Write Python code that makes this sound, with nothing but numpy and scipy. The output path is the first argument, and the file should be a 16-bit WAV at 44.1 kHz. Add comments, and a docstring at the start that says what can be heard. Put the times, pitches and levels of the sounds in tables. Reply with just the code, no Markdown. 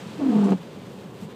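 """Rain hisses on the glass over a low rumble of wind and water, heard from inside a car in a storm.
The wiper thumps out of its rest and swishes water up the windshield. Its rubber sticks and slips,
juddering the glass into a rough, falling groan with raspy chirps and a wet sizzle on top.
It glides back almost silently, flinging a fine spray, and lands with a second soft thump."""
import sys
import numpy as np
from scipy import signal
from scipy.fft import rfft, irfft, next_fast_len
from scipy.io import wavfile
from scipy.ndimage import map_coordinates

SR = 44100
rng = np.random.default_rng(int(sys.argv[2]) if len(sys.argv) > 2 else 0)


def generate_wav(sig):
    """Save sig (samples, or channels by samples) to the path in sys.argv[1] as 16-bit PCM at SR."""
    pcm = np.round(np.clip(np.atleast_2d(sig).T, -1, 1) * 32767).astype(np.int16)
    wavfile.write(sys.argv[1], SR, pcm)


N = 59535

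# dark bed of wind and water around the car (frequency [Hz], gain [dB])
RUMBLE_EQ = [(20, -31.5), (40, -32), (80, -19), (110, -5.5), (190, 0), (270, -6.5), (340, -8), (460, -6.5),
             (550, -9), (620, -17), (1000, -20), (1500, -35), (3000, -46.5), (8000, -71)]
# rain on the glass (frequency [Hz], gain [dB])
RAIN_EQ = [(200, -20.5), (900, 4), (1500, 2), (2100, -1), (3100, 0.5), (4500, -5.5), (5300, -10),
           (7500, -11.5), (10000, -18), (15000, -19)]
# near drops and spits of water (time [s], level [dB])
DROP_HITS = [(.085, -42), (.4465, -40), (.46, -40), (.5062, -31), (1.213, -42)]
# bright snap of water on the glass (frequency [Hz], gain [dB])
DROP_EQ = [(300, 4), (2000, -2.5), (3500, -1.5), (5200, -1.5), (7500, 1), (10000, -10.5), (15000, -31)]
# water pushed ahead of the blade (time [s], level [dB])
SWISH_ENVELOPE = [(0, -44.5), (.04, -48), (.085, -46), (.13, -46), (.17, -49), (.3, -45.5), (.52, -45.5),
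                  (.57, -54.5), (.8, -55), (1.19, -63), (1.225, -49), (1.28, -62)]
# tone of that wash (frequency [Hz], gain [dB])
SWISH_EQ = [(200, -11), (700, 7.5), (1800, -0.5), (3200, -1), (4600, -5), (5400, -10), (8300, -11.5),
            (10000, -20.5), (15000, -26.5)]
# fine spray flung from the returning blade (time [s], level [dB])
SPRAY_ENVELOPE = [(.8, -79), (.9, -64.5), (.98, -66), (1.03, -74.5), (1.203, -64.5), (1.213, -59.5),
                  (1.25, -59), (1.28, -78)]
# airy tone of that spray (frequency [Hz], gain [dB])
SPRAY_EQ = [(1000, -29), (5000, -8), (7800, -1), (10000, -9.5), (13000, -9.5), (15000, -9)]
# gathered water sizzling under the rubber (time [s], level [dB])
SIZZLE_ENVELOPE = [(.3, -73), (.39, -61), (.455, -52.5), (.475, -68.5), (.49, -68), (.535, -57),
                   (.552, -71)]
# the wiper arm sets off, lands and rebounds (time [s], level [dB], pitch [Hz])
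ARM_THUMPS = [(.058, -30, 177), (1.22, -26.5, 173.2), (1.252, -44, 174), (1.325, -37.5, 179)]
# body of a thump (ratio to pitch [1], gain [dB])
ARM_MODES = [(.68, -6), (1.001, 4.5), (1.2, 3.5)]
# the rubber catches with a short chirp (time [s], level [dB], pitch [Hz])
RUBBER_CATCHES = [(.203, -31.5, 626), (.32, -27.5, 724), (.429, -28.5, 875), (.515, -33, 836)]
# partials of a chirp (ratio to pitch [1], gain [dB])
RUBBER_MODES = [(0.998, 4.5), (1.36, -10), (1.72, -8.5)]
# the blade's first bending mode, which leads the judder (time [s], pitch [Hz])
FIRST_MODE_PITCH = [(.17, 292), (.2, 300.6), (.23, 277.5), (.27, 262.8), (.295, 253.2), (.31, 211),
                    (.35, 213.1), (.4, 205), (.46, 198.6), (.52, 193.2), (.57, 179)]
# a second bending mode that beats against it (time [s], pitch [Hz])
SECOND_MODE_PITCH = [(.17, 345), (.27, 305.5), (.31, 294.5), (.36, 261.5), (.42, 245.5), (.46, 249.5),
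                     (.487, 312), (.52, 277.5), (.55, 269.5)]
# blend of the second mode (time [s], level against the first [dB])
SECOND_MODE_MIX = [(.17, -14), (.27, -9), (.31, -4), (.38, -10), (.45, -15), (.49, -0.5), (.515, -13.5),
                   (.56, -10.5)]
# low tone of the swinging blade (time [s], level [dB])
SWING_ENVELOPE = [(.15, -65), (.19, -29.5), (.21, -27.5), (.226, -23), (.27, -19), (.293, -18),
                  (.332, -21.5), (.348, -18.5), (.45, -15.5), (.472, -18.5), (.488, -28.5), (.508, -14),
                  (.535, -20.5), (.555, -23), (.58, -53)]
# grit of the rubber slipping on the glass (time [s], level [dB])
SLIP_ENVELOPE = [(.17, -76), (.205, -34), (.27, -35), (.325, -33), (.4, -29), (.47, -29.5), (.535, -26.5),
                 (.55, -49), (.58, -79)]
# the windshield's broad answer to a slip (frequency [Hz], gain [dB])
GLASS_EQ = [(40, -62), (130, -42.5), (200, -35), (280, 0), (380, 6), (490, 1.5), (570, -11.5), (780, -11),
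            (1200, -17), (1550, -27.5), (2100, -31.5), (3000, -28.5), (5000, -48.5)]
# its sharper resonances (frequency [Hz], width [Hz], gain [dB])
GLASS_MODES = [(706, 43, -5), (900, 58, -10.5), (1124, 53, -14.5)]
# scrape of sliding rubber (frequency [Hz], gain [dB])
SCRAPE_EQ = [(300, -58), (1200, 25), (3000, 1.5), (5200, -5.5), (7500, 4), (10000, -43), (15000, -22)]


def amp(db):
    """Decibels to gain."""
    return 10 ** (np.asarray(db) / 20)


def unit(x):
    """Scale to rms 1."""
    return x / np.sqrt(np.mean(x ** 2) + 1e-20)


def curve(points):
    """(time [s], value) points to one value per sample."""
    return np.interp(np.arange(N) / SR, *np.transpose(points))


def envelope(points):
    """Gain from (time [s], level [dB]) points, silent outside them."""
    t = np.arange(N) / SR
    return amp(curve(points)) * (t > points[0][0]) * (t < points[-1][0])


def wobble(rate_hz):
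    """A smooth random modulator with rate_hz knots a second."""
    return map_coordinates(rng.standard_normal(2048), [np.arange(N) * rate_hz / SR], mode="mirror")


def coloured(x, eq, modes=()):
    """Shape x with a causal EQ curve plus resonant peaks."""
    size = 2 * next_fast_len(N)
    f = np.fft.rfftfreq(size, 1 / SR)
    hz, db = np.transpose(eq)
    gain = amp(np.interp(np.log(f + 1), np.log(hz + 1), db))
    cepstrum = irfft(np.log(gain))
    cepstrum[1:size // 2] *= 2  # fold to minimum phase: nothing rings ahead of a hit
    cepstrum[size // 2 + 1:] = 0
    body = np.exp(rfft(cepstrum))
    peaks = sum(amp(peak_db) * 1j * f * width / (centre ** 2 - f ** 2 + 1j * f * width)
                for centre, width, peak_db in modes)
    return irfft(rfft(x, size) * body * (1 + peaks / np.abs(body)), size)[:N]


def noise(eq):
    """Coloured noise of rms 1."""
    return unit(coloured(rng.standard_normal(N), eq))


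def rings(hits, modes, attack_s, t60_s):
    """Each hit sets the modes ringing; they swell and die away."""
    out = np.zeros(N)
    for start, db, hz in hits:
        t = np.maximum(np.arange(N) / SR - start, 0)
        ring = sum(amp(mode_db) * np.sin(2 * np.pi * (hz * ratio * t + rng.random()))
                   for ratio, mode_db in modes)
        out += ring * amp(db - 60 * t / t60_s) * (1 - np.exp(-t / attack_s))
    return out


def cabin(x, t60_s=.06, wet_db=-7):
    """Add the short, padded echo of the car's interior."""
    t = np.arange(SR // 4) / SR
    tail = rng.standard_normal(len(t)) * amp(-60 * t / t60_s)
    return x + amp(wet_db) * signal.fftconvolve(x, tail / np.linalg.norm(tail))[:N]


def storm(rumble_db=-40, hiss_db=-54.5, flutter_db=1.3, patter_db=-61, drops_per_s=1100, spread_db=5):
    """The bed: a steady rumble of wind and water, the hiss of far rain and a nearer patter."""
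    rumble = noise(RUMBLE_EQ) * amp(rumble_db)
    hiss = noise(RAIN_EQ) * amp(hiss_db + flutter_db * wobble(rate_hz=45))
    sizes = amp(spread_db * np.minimum(rng.exponential(size=N), 4))
    polarity = rng.choice([-1, 1], N)
    landings = rng.random(N) < drops_per_s / SR
    patter = unit(coloured(sizes * polarity * landings, RAIN_EQ))
    return rumble + hiss + amp(patter_db) * patter


def near_drops(t60_s=.011):
    """Single drops snap on the glass, each a tiny burst of noise."""
    t = np.arange(N) / SR
    bursts = sum((t >= start) * amp(db - 60 * np.abs(t - start) / t60_s) for start, db in DROP_HITS)
    return .5 * bursts * noise(DROP_EQ)


def swish():
    """The blade shoves water up the glass and flings a fine spray on its way back."""
    wash = amp(curve(SWISH_ENVELOPE)) * noise(SWISH_EQ)
    spray = envelope(SPRAY_ENVELOPE) * noise(SPRAY_EQ)
    return wash + spray


def sizzle(pops_per_s=600, spread_db=6, t60_s=.0044):
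    """Tiny bursts of water, squeezed out under the blade, crowd into a wet crackle."""
    t = np.arange(SR // 50) / SR
    pops = (rng.random(N) < pops_per_s / SR) * amp(spread_db * rng.standard_normal(N))
    bursts = signal.fftconvolve(pops, amp(-60 * t / t60_s))[:N]
    return envelope(SIZZLE_ENVELOPE) * unit(bursts * noise(DROP_EQ))


def arm_thumps():
    """The arm rings low and soft as it sets off, lands and rebounds."""
    return rings(ARM_THUMPS, ARM_MODES, attack_s=.0097, t60_s=.11)


def rubber_chirps(rasp_db=1):
    """The rubber catches and rings briefly; a fast flutter in level gives it rasp."""
    chirps = rings(RUBBER_CATCHES, RUBBER_MODES, attack_s=.0069, t60_s=.11)
    return chirps * unit(amp(rasp_db * wobble(rate_hz=300)))


def blade_mode(pitch, jitter_rad=.18, flutter_db=2, rate_hz=110):
    """One bending mode of the blade: a gliding complex tone, unsteady in phase and level."""
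    angle = 2 * np.pi * np.cumsum(curve(pitch)) / SR + jitter_rad * wobble(rate_hz)
    return np.exp(1j * angle) * amp(flutter_db * wobble(rate_hz))


def slip_knocks(motion, phase, scatter_s=.00009, spread_db=2):
    """Once a cycle the rubber lets go and knocks the glass, harder when the blade swings wider."""
    slips = np.flatnonzero(np.diff(np.floor(phase / (2 * np.pi))))
    late, size = rng.standard_normal((len(slips), 2)).T
    onsets = np.clip(slips + late * scatter_s * SR, 0, N - 1).astype(int)
    knocks = np.bincount(onsets, np.abs(motion[onsets]) * amp(spread_db * size), N)
    return unit(knocks - knocks.mean())


def groan(pulse_depth=.4, rub_db=-2.5, scrape_db=-23, soften_hz=4000):
    """Two modes of the blade beat together; their swing makes the rubber knock, rub and scrape."""
    motion = blade_mode(FIRST_MODE_PITCH) + amp(curve(SECOND_MODE_MIX)) * blade_mode(SECOND_MODE_PITCH)
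    phase = np.maximum.accumulate(np.unwrap(np.angle(motion)))  # forward only: one slip a cycle
    sliding = 1 + pulse_depth * np.cos(phase)
    scrape = unit(noise(SCRAPE_EQ) * sliding)
    rub = unit(rng.standard_normal(N) * sliding)
    force = slip_knocks(motion, phase) + amp(rub_db) * rub
    soft_force = signal.sosfilt(signal.butter(2, soften_hz, fs=SR, output="sos"), force)
    glass = unit(coloured(soft_force, GLASS_EQ, GLASS_MODES))
    tone = envelope(SWING_ENVELOPE) * unit(motion.real)
    grit = envelope(SLIP_ENVELOPE) * (glass + amp(scrape_db) * scrape)
    return tone + grit


def wiper(low_cut_hz=90):
    """Groan, chirps and thumps, with the deep bass removed by a steep low cut."""
    low_cut = signal.butter(4, low_cut_hz, "high", fs=SR, output="sos")
    return signal.sosfilt(low_cut, groan() + rubber_chirps() + arm_thumps())


def scene():
    """Storm and wiper from the front seat, in mono, with cabin echo on the drops and sizzle."""
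    return (storm() + swish() + wiper() + cabin(near_drops() + sizzle()))[None]


def record(dry, top_hz=15350):
    """A brick-wall high cut takes the very top off the mix."""
    size = next_fast_len(N + SR // 2)
    passband = np.fft.rfftfreq(size, 1 / SR) < top_hz
    return irfft(rfft(dry, size) * passband, size)[..., :N]


dry = scene()
out = record(dry)
generate_wav(out)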